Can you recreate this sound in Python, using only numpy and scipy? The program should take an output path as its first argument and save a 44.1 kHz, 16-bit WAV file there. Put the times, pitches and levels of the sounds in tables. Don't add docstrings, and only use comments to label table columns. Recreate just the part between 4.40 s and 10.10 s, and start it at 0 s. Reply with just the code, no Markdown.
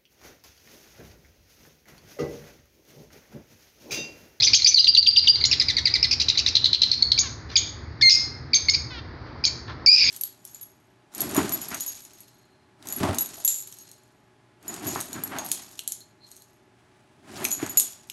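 import sys
import numpy as np
from scipy import signal
from scipy.fft import rfft, irfft, next_fast_len
from scipy.io import wavfile
from scipy.ndimage import uniform_filter1d, minimum_filter1d

SR = 44100
rng = np.random.default_rng(int(sys.argv[2]) if len(sys.argv) > 2 else 0)


def master_out(mix):
    frames = np.transpose(np.atleast_2d(mix))
    ceiling = np.clip(frames, -1, 1)
    pcm = np.round(ceiling * 32767).astype(np.int16)
    wavfile.write(sys.argv[1], SR, pcm)


N = 251370


# f/Hz, relative level/dB
AIR_COLOUR = [(20, -35.5), (45, -8.5), (75, 1.5), (118, 1.5), (150, -4.5), (190, -13), (310, -8.5),
              (600, -19), (1100, -18.5), (2000, -19.5), (3000, -40.5), (4700, -25), (6500, -51.5),
              (8000, -68)]
AIR_DB = -40.5
# f/Hz, level/dB
HUM_TONES = [(75, -46), (100, -57), (120, -51.5), (243, -55.5)]

# f/Hz, gain/dB
BEAK_COLOUR = [(1000, -38.5), (2100, -30.5), (3000, -11.5), (4200, 3), (5000, 10.5), (6400, -12.5),
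               (7200, -7), (9500, -11), (13000, -11.5), (16000, -31)]
CUTOFF_HZ = 16200

# t/s, length/s, f/Hz, level/dB, roughness 0-1
PIP_NOTES = [(.0, 0.011, 2130, -19, 0.48), (.219, 0.0052, 2140, -12, .35), (.4422, 0.0076, 2077, -4, 0.26),
             (.548, 0.0071, 2105, -2, 0.3), (.626, .0065, 2137, -6.5, 0.25),
             (.708, 0.0057, 2140, -11.5, 0.42), (.791, 0.0047, 2110, -7, 0.21),
             (.837, 0.024, 2320, -27, 0.6), (.956, 0.0052, 2150, -15.5, .2), (1.009, 0.013, 2220, -23, 0.3),
             (1.039, .0045, 2120, -10, .25), (1.952, 0.0083, 2080, -29, 0.4),
             (2.623, 0.008, 2207, -7.5, 0.11), (2.717, 0.0071, 2168, -8.5, 0.37)]
PIP_BEND = [0.944, 1, 0.916]
# t/s, length/s, f/Hz, level/dB, roughness 0-1
SLUR_NOTES = [(.245, .0095, 2400, -3, 0.1), (.343, .0073, 2336, 4.5, 0.04), (.356, .019, 2188, -6, 0.17),
              (.372, .016, 2086, 0, .1)]
SLUR_BEND = [1.09, 0.97, 0.954]
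FULL_PUSH_LIFT_DB, LIFT_LOSS_PER_DB = -23, 0.95

# t/s, f/Hz, opening level/dB, roughness 0-1,
# flick length/s, top f/Hz, top level/dB, rasp delay/s, rasp level/dB
CHIP_NOTES = [(0.02, 2580, -17, 0.43, 0.023, 6000, -19, 0.047, -14.5),
              (0.132, 2490, -7.5, 0.36, .024, 6450, -12.5, 0.053, -19),
              (0.259, 2433, -4, .36, .014, 6070, -4.5, 0.051, -16),
              (1.039, 2150, -28, 0.25, 0.01, 6820, -28, 0.048, -36),
              (2.776, 2368, -20, 0.18, 0.0067, 6640, -20.5, 0.025, -32),
              (3.155, 2407, -15, 0.17, 0.0052, 6616, -17.5, .014, -21.5),
              (4.132, 2330, -16, 0.14, 0.0044, 6360, -15.5, .022, -20),
              (4.284, 2230, -15, 0.16, 0.0071, 6560, -23, .052, -18.5),
              (5.038, 2474, -20.5, 0.38, 0.00756, 6540, -28, 0.027, -24.5)]
CHIP_LIFT_DB, CHIP_HZ, LIFT_DB_PER_OCTAVE = 5, 2400, -55
FLICK_DB, FLICK_FOLLOWS, FLICK_DELAY_S = -4, 0.43, 0.0105
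TOP_S, TOP_ROUGH_SHARE = 0.03, 0.61

# t/s, length/s, flick rate/Hz, level/dB
BUZZ_BURSTS = [(0.15, .026, 126, -12), (.268, .014, 150, -10.5), (3.704, .020, 110, -20),
               (5.562, .052, 68, -19.5), (5.617, .088, 96, -26.5)]

# t/s, whistle f/Hz, whistle length/s, whistle level/dB
SWOOP_NOTES = [(0.379, 4810, 0.021, -4), (0.467, 4728, 0.021, 0), (0.563, 4644, 0.024, 1.5),
               (0.661, 4736, 0.023, 0.5), (0.7587, 4763, .019, -0.5), (0.871, 4734, 0.03, -5)]
SWOOP_S, SWOOP_DB, WHISTLE_ROUGH = 0.0125, -13, 0.097

# t/s, first pip level/dB, second pip level/dB
RATTLE_STROKES = [(1.111, -22, -24), (1.196, -10.5, -40), (1.282, -20, -29), (1.365, -18, -21),
                  (1.453, -7.5, -18.5), (1.537, -11, -21), (1.626, -10, -17), (1.709, -30, -24.5),
                  (1.797, -18, -20), (1.882, -15.5, -9.5), (1.972, -14, -19), (2.06, -9.5, -21),
                  (2.15, -10.5, -5.5), (2.2401, -7, -4.5), (2.3287, -4, -8.5), (2.4157, -4.5, -2.5),
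                  (2.513, -1, -6.5)]
# t/s, first stroke f/Hz, second stroke f/Hz, end pitch / start pitch, rasp level/dB, roughness 0-1
RATTLE_CONTROLS = [(1.111, 2673, 2210, 0.86, -19, 0.56), (1.2, 2485, 2164, 0.82, -21, .42),
                   (1.365, 2303, 2057, 0.82, -23, 0.28), (1.453, 2420, 2160, .85, -19, 0.3),
                   (1.624, 2580, 2224, 0.84, -21, .35), (1.711, 2625, 2543, 0.88, -19.5, 0.63),
                   (1.796, 1990, 2015, 1.46, -22.5, 0.8), (2.06, 1992, 1997, 1.35, -20.5, 0.63),
                   (2.239, 2056, 2011, 1.09, -23, 0.93), (2.416, 2025, 2056, 1.06, -18.5, 0.94),
                   (2.513, 2152, 2120, 1.09, -20, 0.71)]
STROKE_GAP_S = 0.015
RASP_CLEAR_LIFT_DB, RASP_HOARSE_LOSS_DB = 17.5, 19
PIP_CLEAR_LIFT_DB, PIP_HOARSE_LOSS_DB = 9, 64.5

# t/s, length/s, level/dB, tilt/(dB per octave)
RUSTLE_BURSTS = [(2.803, 0.06, -44.5, 6), (3.087, 0.067, -41, 8.5), (4.556, 0.71, -48, -5),
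                 (4.843, 0.083, -52, 0), (5.266, 0.074, -40.5, 1), (5.236, 0.69, -45.5, -5)]
# f/Hz, relative level/dB
FEATHER_COLOUR = [(100, -13), (400, 0.5), (700, -3), (1150, 4), (2700, -10.5), (4400, -7.5), (6500, -28),
                  (8000, -51.5), (16000, -51)]

# t/s, length/s, start f/Hz, end f/Hz, level/dB
NASAL_NOTES = [(2.825, .055, 601, 496, -39.5), (4.5, .100, 521, 441.6, -41)]
# f/Hz, relative level/dB
NASAL_SPECTRUM = [(500, -24), (1000, -5), (1500, -2), (2600, -5.5), (4000, -2), (5000, -6.5), (7000, -32)]

# t/s, f/Hz, relative level/dB, roughness 0-1, fundamental lift/dB
LONG_CALL_CURVES = [
    [(3.61, 1706, -25, 0, 19), (3.617, 1817, -19.5, 0.3, 7), (3.62, 2436, -16.5, 0.46, -6.5),
     (3.628, 2137, -9.5, 0.02, 12.5), (3.689, 2102, -5.5, 0, 8), (3.696, 2243, -10.5, 0.56, 0),
     (3.712, 2390, -11, 0.3, -4), (3.721, 2603, -9, .12, -22), (3.732, 2500, -12.5, .26, -14.5),
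     (3.768, 2530, -18, 0.24, -9.5)],
    [(5.461, 2640, -0.5, 0.01, -8.5), (5.469, 2232, -13.5, 0.03, 6), (5.497, 2434, 4.5, 0.04, -1),
     (5.506, 2420, -3, 0.14, 1), (5.545, 2430, -1, 0.16, 0), (5.565, 2485, -8.5, 0.25, 3.5),
     (5.62, 2390, -12.5, 0.27, 8.5), (5.635, 2280, -17.5, 0.35, 15), (5.73, 2240, -31, 0.24, 13)],
]
TREMBLE_HZ, TREMBLE_PITCH_SHARE, TREMBLE_DB = 95.54, 0.16, 17
# t/s, length/s, level/dB
OVERTONE_NOTES = [(3.704, 0.054, -23.5), (5.46, 0.016, -31.5), (5.645, .033, -26.5)]
OVERTONE_HZ = 6590

# f/Hz, T60/s
ROOM_DECAY = [(1000, 0.95), (2200, 0.45), (4500, 0.47), (6500, 0.47), (8000, 0.27), (16000, 0.25)]


def from_db(db):
    return 10 ** (np.asarray(db) / 20)


def rms_one(x):
    return x / np.sqrt(np.mean(x ** 2) + 1e-20)


def at_hz(points, hz):
    freqs, values = np.transpose(points)
    return np.interp(np.log(np.maximum(hz, 1)), np.log(freqs), values)


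def coloured(x, spectrum):
    size = next_fast_len(2 * len(x))
    gain = from_db(at_hz(spectrum, np.fft.rfftfreq(size, 1 / SR)))
    return rms_one(irfft(rfft(x, size) * gain, size)[:len(x)])


def flutter(n, rate_hz):
    lowpass = signal.butter(2, rate_hz, fs=SR, output="sos")
    motion = signal.sosfilt(lowpass, rng.standard_normal(n + SR // 20))
    return rms_one(motion)[-n:]


def swell(n, attack, release):
    t = np.arange(n) / SR
    opening = np.sin(np.pi / 2 * np.clip(t / attack, 0, 1))
    closing = np.sin(np.pi / 2 * np.clip((n / SR - t) / release, 0, 1))
    return opening * closing


def add(out, s, sound):
    i = max(round(s * SR), 0)
    out[i:i + len(sound)] += sound[:max(N - i, 0)]


def syrinx(length, pitches, rough, lift_db=0, jitter=0.15, jitter_hz=700, quiver=0.062,
           shimmer_db=6, slope_db=-18, hiss=0.17, low_cut_hz=1800):
    n = max(int(length * SR), SR // 500)
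    if len(pitches) == n:
        glide = pitches
    else:
        curve = np.polyfit(np.linspace(0, 1, len(pitches)), pitches, len(pitches) - 1)
        glide = np.polyval(curve, np.linspace(0, 1, n))
    wobble = jitter * flutter(n, jitter_hz) + quiver * flutter(n, 160)
    phase = 2 * np.pi * np.cumsum(glide * (1 + rough * (wobble - wobble.mean()))) / SR

    k = np.arange(1, 8)[:, None]
    partials_db = slope_db * np.log2(k) + at_hz(BEAK_COLOUR, k * glide) + lift_db * (k == 1)
    partials = from_db(partials_db) * (k * glide < CUTOFF_HZ)
    tone = (partials * np.sin(k * phase)).sum(axis=0) / np.sqrt((partials ** 2).sum(axis=0))
    tone = rms_one(tone * from_db(shimmer_db * rough * flutter(n, 400)))

    turbulence = hiss * rough ** 2 * coloured(rng.standard_normal(n), BEAK_COLOUR)
    note = (tone + turbulence) * swell(n, 0.0022, 0.0025 + 0.034 * length)
    low_cut = signal.butter(4, low_cut_hz, "high", fs=SR, output="sos")
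    note = signal.sosfilt(low_cut, np.pad(note, (0, SR // 500)))
    return note / np.sqrt(np.sum(note ** 2) / n)


def background():
    t = np.arange(N) / SR
    hum = np.zeros(N)
    for hz, db in HUM_TONES:
        tone = np.sin(2 * np.pi * hz * t + 0.51 * flutter(N, 11))
        hum += from_db(db) * rms_one(tone * (1 + 0.81 * flutter(N, 8.6)))
    air = from_db(AIR_DB) * coloured(rng.standard_normal(N), AIR_COLOUR)
    return hum + air


def short_notes(notes, bend):
    out = np.zeros(N)
    for s, length, hz, db, rough in notes:
        lift_db = FULL_PUSH_LIFT_DB - LIFT_LOSS_PER_DB * db
        note = syrinx(length, hz * np.array(bend), rough, lift_db, slope_db=-19.5)
        add(out, s, from_db(db) * note)
    return out


def pips():
    return short_notes(PIP_NOTES, PIP_BEND)


def chips():
    out = np.zeros(N)
    for s, hz, db, rough, flick_length, top_hz, top_db, delay, rasp_db in CHIP_NOTES:
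        lift_db = CHIP_LIFT_DB + LIFT_DB_PER_OCTAVE * np.log2(hz / CHIP_HZ)
        opening = syrinx(0.012, [hz * 1.06, hz * 0.97, hz], rough, lift_db)
        add(out, s, from_db(db) * opening * swell(len(opening), 0.0023, 0.001))

        flick = syrinx(flick_length, [3850, 4750, 6100], rough=0.76, lift_db=4.5)
        add(out, s + FLICK_DELAY_S, from_db(FLICK_DB + FLICK_FOLLOWS * db) * flick)

        top = syrinx(TOP_S, [top_hz, top_hz * 0.99], TOP_ROUGH_SHARE * rough, slope_db=-30.5)
        add(out, s + 0.013, from_db(top_db) * top * np.linspace(1.3, 0.5, len(top)))

        rasp = syrinx(0.02, [2380, 2230], rough=0.4, lift_db=2.5)
        add(out, s + delay, from_db(rasp_db) * rasp)
    return out


def buzzes():
    out = np.zeros(N)
    for s, length, rate, db in BUZZ_BURSTS:
        for start in s + np.arange(0, length, 1 / rate):
            late, louder_db = rng.normal(0, [0.0008, 2.0])
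            flick = syrinx(0.004, [3100, 4200, 5900], rough=0.25)
            add(out, start + late, from_db(db + louder_db) * flick)
    return out


def slurs():
    return short_notes(SLUR_NOTES, SLUR_BEND)


def whistles():
    out = np.zeros(N)
    for s, hz, length, db in SWOOP_NOTES:
        swoop = syrinx(SWOOP_S, [4070, 3336, 2776, 3730], rough=0.21, slope_db=-21)
        add(out, s, from_db(SWOOP_DB) * swoop * np.linspace(1.3, 0.7, len(swoop)))

        whistle = syrinx(length, [hz * 0.985, hz * 0.995, hz * 1.043], WHISTLE_ROUGH, slope_db=-8.5)
        fade = np.linspace(1.2, 0.55, len(whistle))
        add(out, s + SWOOP_S - 0.001, from_db(db) * whistle * fade)
    return out


def rattle(pip_length=0.00603, rasp_length=0.015, rasp_lag=0.001124, rasp_fade_db=9):
    out = np.zeros(N)
    times, *voice = np.transpose(RATTLE_CONTROLS)
    for s, first_db, second_db in RATTLE_STROKES:
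        first_hz, second_hz, glide, rasp_db, rough = [np.interp(s, times, control) for control in voice]
        rasp_lift_db = RASP_CLEAR_LIFT_DB - RASP_HOARSE_LOSS_DB * rough
        pip_lift_db = PIP_CLEAR_LIFT_DB - PIP_HOARSE_LOSS_DB * rough
        strokes = [(s, first_hz, first_db, 0.1), (s + STROKE_GAP_S, second_hz, second_db, 0.25)]
        for start, hz, pip_db, pip_rough in strokes:
            pip = syrinx(pip_length, [hz, hz], pip_rough, pip_lift_db, slope_db=-26)
            add(out, start + 0.00054, from_db(pip_db) * pip * np.hanning(len(pip)) ** 2)

            rasp = syrinx(rasp_length, [hz, hz * glide], rough, rasp_lift_db, slope_db=-14.5, low_cut_hz=2070)
            fade_db = rasp_fade_db * np.linspace(0.5, -0.5, len(rasp))
            add(out, start + rasp_lag, from_db(rasp_db + fade_db) * rasp)
    return out


def feathers():
    out = np.zeros(N)
    for s, length, db, tilt in RUSTLE_BURSTS:
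        n = int(length * SR)
        friction = rng.standard_normal(n) * from_db(2.95 * flutter(n, 150))
        colour = [(hz, level + tilt * np.log2(hz)) for hz, level in FEATHER_COLOUR]
        add(out, s, from_db(db) * coloured(friction, colour) * swell(n, length / 3, length / 2))
    return out


def nasal_calls():
    out = np.zeros(N)
    for s, length, start_hz, end_hz, db in NASAL_NOTES:
        n = int(length * SR)
        hz = np.linspace(start_hz, end_hz, n) * (1 + 0.006 * flutter(n, 200))
        phase = 2 * np.pi * np.cumsum(hz) / SR
        stack = sum(np.sin(k * phase) for k in range(1, 15))
        add(out, s, from_db(db) * coloured(stack, NASAL_SPECTRUM) * swell(n, 0.01, 0.0047))
    return out


def long_calls():
    out = np.zeros(N)
    for call in LONG_CALL_CURVES:
        s, *controls = np.transpose(call)
        length = s[-1] - s[0]
        t = s[0] + np.arange(int(length * SR)) / SR
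        hz, db, rough, lift_db = [np.interp(t, s, control) for control in controls]
        tremble = rough * np.sin(2 * np.pi * TREMBLE_HZ * t + flutter(len(t), 28))
        note = syrinx(length, hz * (1 + TREMBLE_PITCH_SHARE * tremble), rough, lift_db, slope_db=-15.5)
        add(out, s[0], from_db(db + TREMBLE_DB * tremble) * note[:len(t)])
    for s, length, db in OVERTONE_NOTES:
        overtone = syrinx(length, [OVERTONE_HZ, OVERTONE_HZ * 0.99], rough=0.073, lift_db=8.5)
        add(out, s, from_db(db) * overtone)
    return out


def room(x, tail_db=-11, early_db=-7, early_t60=0.094, first_echo=0.002):
    t = np.arange(SR * 3 // 4) / SR
    edges = np.geomspace(500, CUTOFF_HZ, 11)
    tail = 0
    for low, high in zip(edges, edges[1:]):
        bandpass = signal.butter(2, [low, high], "band", fs=SR, output="sos")
        band = signal.sosfilt(bandpass, rng.standard_normal(len(t)))
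        tail = tail + band * from_db(-60 * t / at_hz(ROOM_DECAY, np.sqrt(low * high)))
    tail = tail * np.clip(t / 0.0054, 0, 1)

    echoes = rng.standard_normal(len(t)) * (rng.random(len(t)) < 2500 / SR)
    early = echoes * (t > first_echo) * np.exp(-np.log(1000) * t / early_t60)

    response = from_db(tail_db) * tail / np.linalg.norm(tail)
    response = response + from_db(early_db) * early / np.linalg.norm(early)
    return x + signal.fftconvolve(x, response)[:N]


def scene():
    song = pips() + slurs() + whistles() + rattle()
    birds = song + chips() + long_calls() + buzzes() + nasal_calls() + feathers()
    return (room(birds) + background())[None]


def limiter(x, ceiling_db=-5.0, release_db_per_s=90):
    recovery = release_db_per_s * np.arange(N) / SR
    over_db = np.maximum(20 * np.log10(np.abs(x).max(axis=0) + 1e-9) - ceiling_db, 0)
    held_db = np.maximum.accumulate(over_db + recovery) - recovery
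    gain_db = uniform_filter1d(minimum_filter1d(-held_db, size=61), size=61)
    return x * from_db(gain_db)


def record(dry, knee_hz=6900, leak_db=-13):
    below_knee = signal.butter(16, knee_hz, fs=SR, output="sos")
    above_knee = signal.butter(8, knee_hz * 1.015, "high", fs=SR, output="sos")
    heard = signal.sosfilt(below_knee, dry) + from_db(leak_db) * signal.sosfilt(above_knee, dry)
    top_cut = signal.cheby2(12, 70, CUTOFF_HZ, fs=SR, output="sos")
    return signal.sosfilt(top_cut, limiter(heard))


dry = scene()
out = record(dry)
master_out(out)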